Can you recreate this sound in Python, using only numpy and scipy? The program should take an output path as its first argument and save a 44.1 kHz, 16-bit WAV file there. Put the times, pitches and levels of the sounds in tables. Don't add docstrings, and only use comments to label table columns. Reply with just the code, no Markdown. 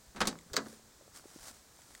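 import sys
import numpy as np
from scipy import signal
from scipy.fft import irfft
from scipy.io import wavfile
from scipy.ndimage import uniform_filter1d

SR = 44100
rng = np.random.default_rng(int(sys.argv[2]) if len(sys.argv) > 2 else 0)


def wrap_up_sound(samples):
    columns = np.atleast_2d(samples).T
    tamed = np.clip(columns, -1, 1)
    steps = np.round(tamed * 32767).astype(np.int16)
    wavfile.write(sys.argv[1], SR, steps)


N = 88200

THUMP_HZ, CLACK_HZ, SNAP_HZ = 345, 1500, 8600
RISE_S, RISE_CYCLES = 0.00022, 0.63


def amp(db):
    return 10 ** (np.asarray(db) / 20)


def fade(t, t60):
    return np.exp(-np.log(1000) * t / t60)


def read(points, hz):
    f, value = np.transpose(points)
    return np.interp(np.log(hz + 1), np.log(f + 1), value)


def add(mix, s, sound):
    part = mix[max(round(s * SR), 0):][:len(sound)]
    part += sound[:len(part)]


def noise_spectrum(colour, size):
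    hz = np.fft.rfftfreq(size, 1 / SR)
    gain = amp(read(colour, hz))
    to_rms_1 = np.sqrt(size / np.mean(gain ** 2))
    phases = np.exp(2j * np.pi * rng.random(len(hz)))
    return hz, gain * to_rms_1 * phases


def noise(colour, size):
    spectrum = noise_spectrum(colour, size)[1]
    return irfft(spectrum, size)


def dense_ring(colour, decay, force, size=24576, count=12):
    t = np.arange(size) / SR
    hz, spectrum = noise_spectrum(colour, size)
    spectrum = spectrum * amp(read(force, hz))
    centres = np.geomspace(40, 15000, count)
    out = np.zeros(size)
    for centre, own in zip(centres, np.eye(count)):
        share = read(np.c_[centres, own], hz)
        band = irfft(spectrum * share, size)
        rise = 1 - np.exp(-t / (RISE_S + RISE_CYCLES / centre / 2))
        out += band * rise * fade(t, read(decay, centre))
    return out


def mode_ring(modes, force, size=24576):
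    t = np.arange(size) / SR
    out = np.zeros(size)
    for k, (hz, db, t60) in enumerate(modes):
        level = (-1) ** k * amp(db + read(force, hz))
        rise = 1 - np.exp(-t * hz / RISE_CYCLES)
        out += level * np.sin(2 * np.pi * hz * t) * rise * fade(t, t60)
    return out


def struck(blows, colour, decay, modes):
    out = np.zeros(N)
    for s, thump_db, clack_db, snap_db, ring in blows:
        force = [(THUMP_HZ, thump_db), (CLACK_HZ, clack_db), (SNAP_HZ, snap_db)]
        damped_decay = np.multiply(decay, [1, ring])
        damped_modes = np.multiply(modes, [1, 1, ring])
        add(out, s, dense_ring(colour, damped_decay, force) + mode_ring(damped_modes, force))
    return out


def quiet_air():
    # (f/Hz, relative level per Hz/dB)
    air_colour = [(20, -4), (60, 5), (130, 1.5), (240, -2), (380, -3.5), (550, -4.5), (1030, -7),
                  (1700, -8), (2800, -14.5), (4000, -9.5), (7800, -7.5), (11500, -18.5), (15700, -16.5)]
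    air_db = -61
    return amp(air_db) * noise(air_colour, N)


def yard(x):
    # (f/Hz, relative level per Hz/dB)
    yard_colour = [(60, -10), (300, 4.5), (1200, -6.5), (3000, -7.5), (8000, 13.5), (16000, -24)]
    # (f/Hz, t60/s)
    yard_decay = [(100, 0.37), (1000, 0.59), (8000, 0.12)]
    yard_db = -18.5
    tail = dense_ring(yard_colour, yard_decay, [(CLACK_HZ, 0)])
    tail = tail / np.linalg.norm(tail)
    return amp(yard_db) * signal.fftconvolve(x, tail)[:N]


def sleeve():
    # (peak t/s, rise/s, fall/s, level before the grain/dB)
    strokes = [(.72, 0.077, 0.043, -58.5), (1.162, 0.014, 0.03, -52.5), (1.381, 0.087, 0.044, -58),
               (1.439, 0.031, 0.018, -54), (1.477, 0.02, 0.025, -48.5), (1.56, 0.028, 0.026, -60.5),
               (1.96, 0.19, 0.083, -62.5)]
    # (f/Hz, relative level per Hz/dB)
    cloth_colour = [(60, -13), (200, -5.5), (750, -1), (1050, -1.5), (1450, -1), (2750, -9), (5200, -2),
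                    (9000, -2), (11500, -12), (15500, -13)]
    grain_db, grain_s = 2.5, 0.004
    t = np.arange(N) / SR
    power = np.zeros(N)
    for peak, rise, fall, db in strokes:
        width = np.where(t < peak, rise, fall)
        power += amp(db) ** 2 * np.exp(-((t - peak) / width) ** 2)
    grain = uniform_filter1d(rng.standard_normal(N), max(int(grain_s * SR), 1))
    unevenness = amp(grain_db * grain / grain.std())
    return np.sqrt(power) * unevenness * noise(cloth_colour, N)


def ticks(size=2048):
    # (t/s, starting level/dB)
    tick_list = [(0.3882, -44.5), (.411, -53), (1.8185, -50.5), (1.95, -40.5)]
    # (f/Hz, relative level per Hz/dB)
    tick_colour = [(100, 0), (1200, -23), (2000, 12), (2700, -26.5), (3400, 2), (5500, -18), (8000, 3),
                   (11000, -51), (16000, -10)]
    tick_t60 = 0.014
    out, t = np.zeros(N), np.arange(size) / SR
    for s, db in tick_list:
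        add(out, s, amp(db) * noise(tick_colour, size) * fade(t, tick_t60))
    return out


def knocks():
    # (t/s, level/dB, f/Hz, length/s)
    knock_list = [(0.067, -54.5, 46, 0.066), (0.187, -41.5, 53, 0.08), (.461, -58.5, 213, 0.015),
                  (0.515, -47, 66, 0.021), (0.795, -51.5, 554, 0.0047), (1.01, -52.5, 586, 0.0087),
                  (1.022, -56.5, 453, 0.0087), (1.078, -52, 590, 0.0049), (1.195, -51.5, 1420, 0.0036),
                  (1.239, -55, 724, .01), (1.255, -50, 363, 0.0094), (1.359, -45.5, 318, 0.013),
                  (1.388, -58, 40.5, 0.09), (1.504, -56, 253, 0.024), (1.79, -54.5, 693, 0.0045),
                  (1.907, -52, 1090, 0.0039)]
    roughness = 0.45
    out = np.zeros(N)
    for s, db, hz, length in knock_list:
        t = np.arange(0, length, 1 / SR)
        scuff_colour = [(hz / 4, -12), (hz, 0), (2 * hz, -8), (8 * hz, -45)]
        scuff = noise(scuff_colour, 8192)[:len(t)]
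        swell = np.sin(np.pi * (t / length) ** 0.54) ** 2
        add(out, s, amp(db) * swell * (np.sin(2 * np.pi * hz * t) + roughness * scuff))
    return out


def hum():
    # (t/s, level before rise and decay/dB, f/Hz, t60/s)
    hum_list = [(.285, -48, 166, 0.54), (0.605, -48, 221, 0.67)]
    out, t = np.zeros(N), np.arange(SR) / SR
    for s, db, hz, t60 in hum_list:
        rise = 1 - np.exp(-t * hz / 2)
        add(out, s, amp(db) * np.sin(2 * np.pi * hz * t) * rise * fade(t, t60))
    return out


def catch():
    # (t/s, strength/dB)
    snaps = [(.2724, -22), (.5663, -17.5)]
    # (f/Hz, level added to the strength/dB, t60/s)
    catch_modes = [(1220, -22.5, .016), (2090, -9, 0.016), (4490, 0.5, 0.0083), (5100, -11, 0.0036),
                   (6100, -4, 0.0077), (8260, -6.5, 0.0087), (13500, -18, 0.0078)]
    out = np.zeros(N)
    for s, db in snaps:
        add(out, s, mode_ring(catch_modes, [(SNAP_HZ, db)], size=4000))
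    return out


def handle():
    # (t/s, thump/dB, clack/dB, snap/dB, ring time as a share of the free decay)
    blows = [(.147, -42, -56, -70, .8), (.161, -41, -46, -44, 0.72), (.167, -43, -46.5, -46, 0.84),
             (.179, -42.5, -47.5, -58, 1), (.2047, -30, -25, -26, 0.22), (.207, -31, -30, -22, 0.18),
             (.2125, -24, -24, -25.5, 0.88), (.2385, -38, -49, -48, 0.75), (.2528, -31.5, -39, -36, 0.9),
             (.2715, -27.5, -37.5, -16.5, 0.95), (.2845, -33.5, -58, -47, 0.44), (.312, -36, -45, -44, .25),
             (.327, -42.5, -47, -54, 0.44), (.354, -39, -45.5, -72, 0.2)]
    # (f/Hz, t60/s)
    colour = [(25, -2), (55, -4), (95, -13), (200, -2.5), (480, -4), (900, -3), (1700, -0.5), (2900, -5.5),
              (4200, -5), (8000, -12.5), (10500, -18), (12500, -28.5), (15500, -25)]
    decay = [(50, 0.18), (200, 0.27), (600, 0.22), (1500, .11), (5000, 0.083), (14000, 0.051)]
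    # (f/Hz, level added to the blow/dB, free t60/s)
    skin_modes = [(211, -7, 0.18), (357, -11.5, 0.1), (599, -26, 0.18), (752, -14.5, 0.17),
                  (878, -14, 0.15), (990, -24, 0.14), (1119, -8, 0.12), (1290, -8.5, 0.11),
                  (1558, -12.5, 0.16), (1798, -18, 0.23), (1940, -36, .09), (3827, -17.5, 0.14)]
    return struck(blows, colour, decay, skin_modes)


def latch():
    # (t/s, thump/dB, clack/dB, snap/dB, ring time as a share of the free decay)
    blows = [(.498, -41.5, -51, -87, 1), (.5328, -37.5, -38, -36.5, 1), (.538, -25, -34.5, -37.5, 0.63),
             (.5595, -45, -40, -38, 0.9), (.5638, -51, -31, -36, 0.25), (.566, -29.5, -22, -28.5, 1),
             (.5745, -24, -28, -45.5, 0.96), (.604, -25, -57, -52, 0.33), (.659, -33, -43, -69, 0.72),
             (.667, -33, -43, -68, 0.28), (.727, -36, -49, -68, 0.26)]
    # (f/Hz, t60/s)
    colour = [(40, -43), (100, -7), (190, -2), (500, 3.5), (850, -2), (1450, 3.5), (2100, -3.5),
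              (2800, -5.5), (4400, 7.5), (8000, 2), (10000, -11.5), (15500, -7)]
    decay = [(50, 0.43), (200, 0.25), (600, 0.21), (1500, 0.13), (5000, 0.06), (14000, 0.04)]
    # (f/Hz, level added to the blow/dB, free t60/s)
    frame_modes = [(197.6, -24.5, 0.39), (270, -18.5, 0.19), (414, -18, 0.2), (535, -23.5, 0.36),
                   (1150, -26, 0.18), (1290, -22, .15), (1353, -35, 0.11), (1647, -16, 0.11),
                   (1982, -23.5, 0.16)]
    return struck(blows, colour, decay, frame_modes)


def scene():
    quiet = quiet_air() + sleeve() + ticks() + knocks()
    door = handle() + catch() + latch()
    return (door + yard(door) + hum() + quiet)[None]


def record(dry):
    edge_hz = 16300
    lowpass = signal.firwin(401, edge_hz, window=("kaiser", 9), fs=SR)
    return signal.oaconvolve(dry, lowpass[None], "same")


dry = scene()
out = record(dry)
wrap_up_sound(out)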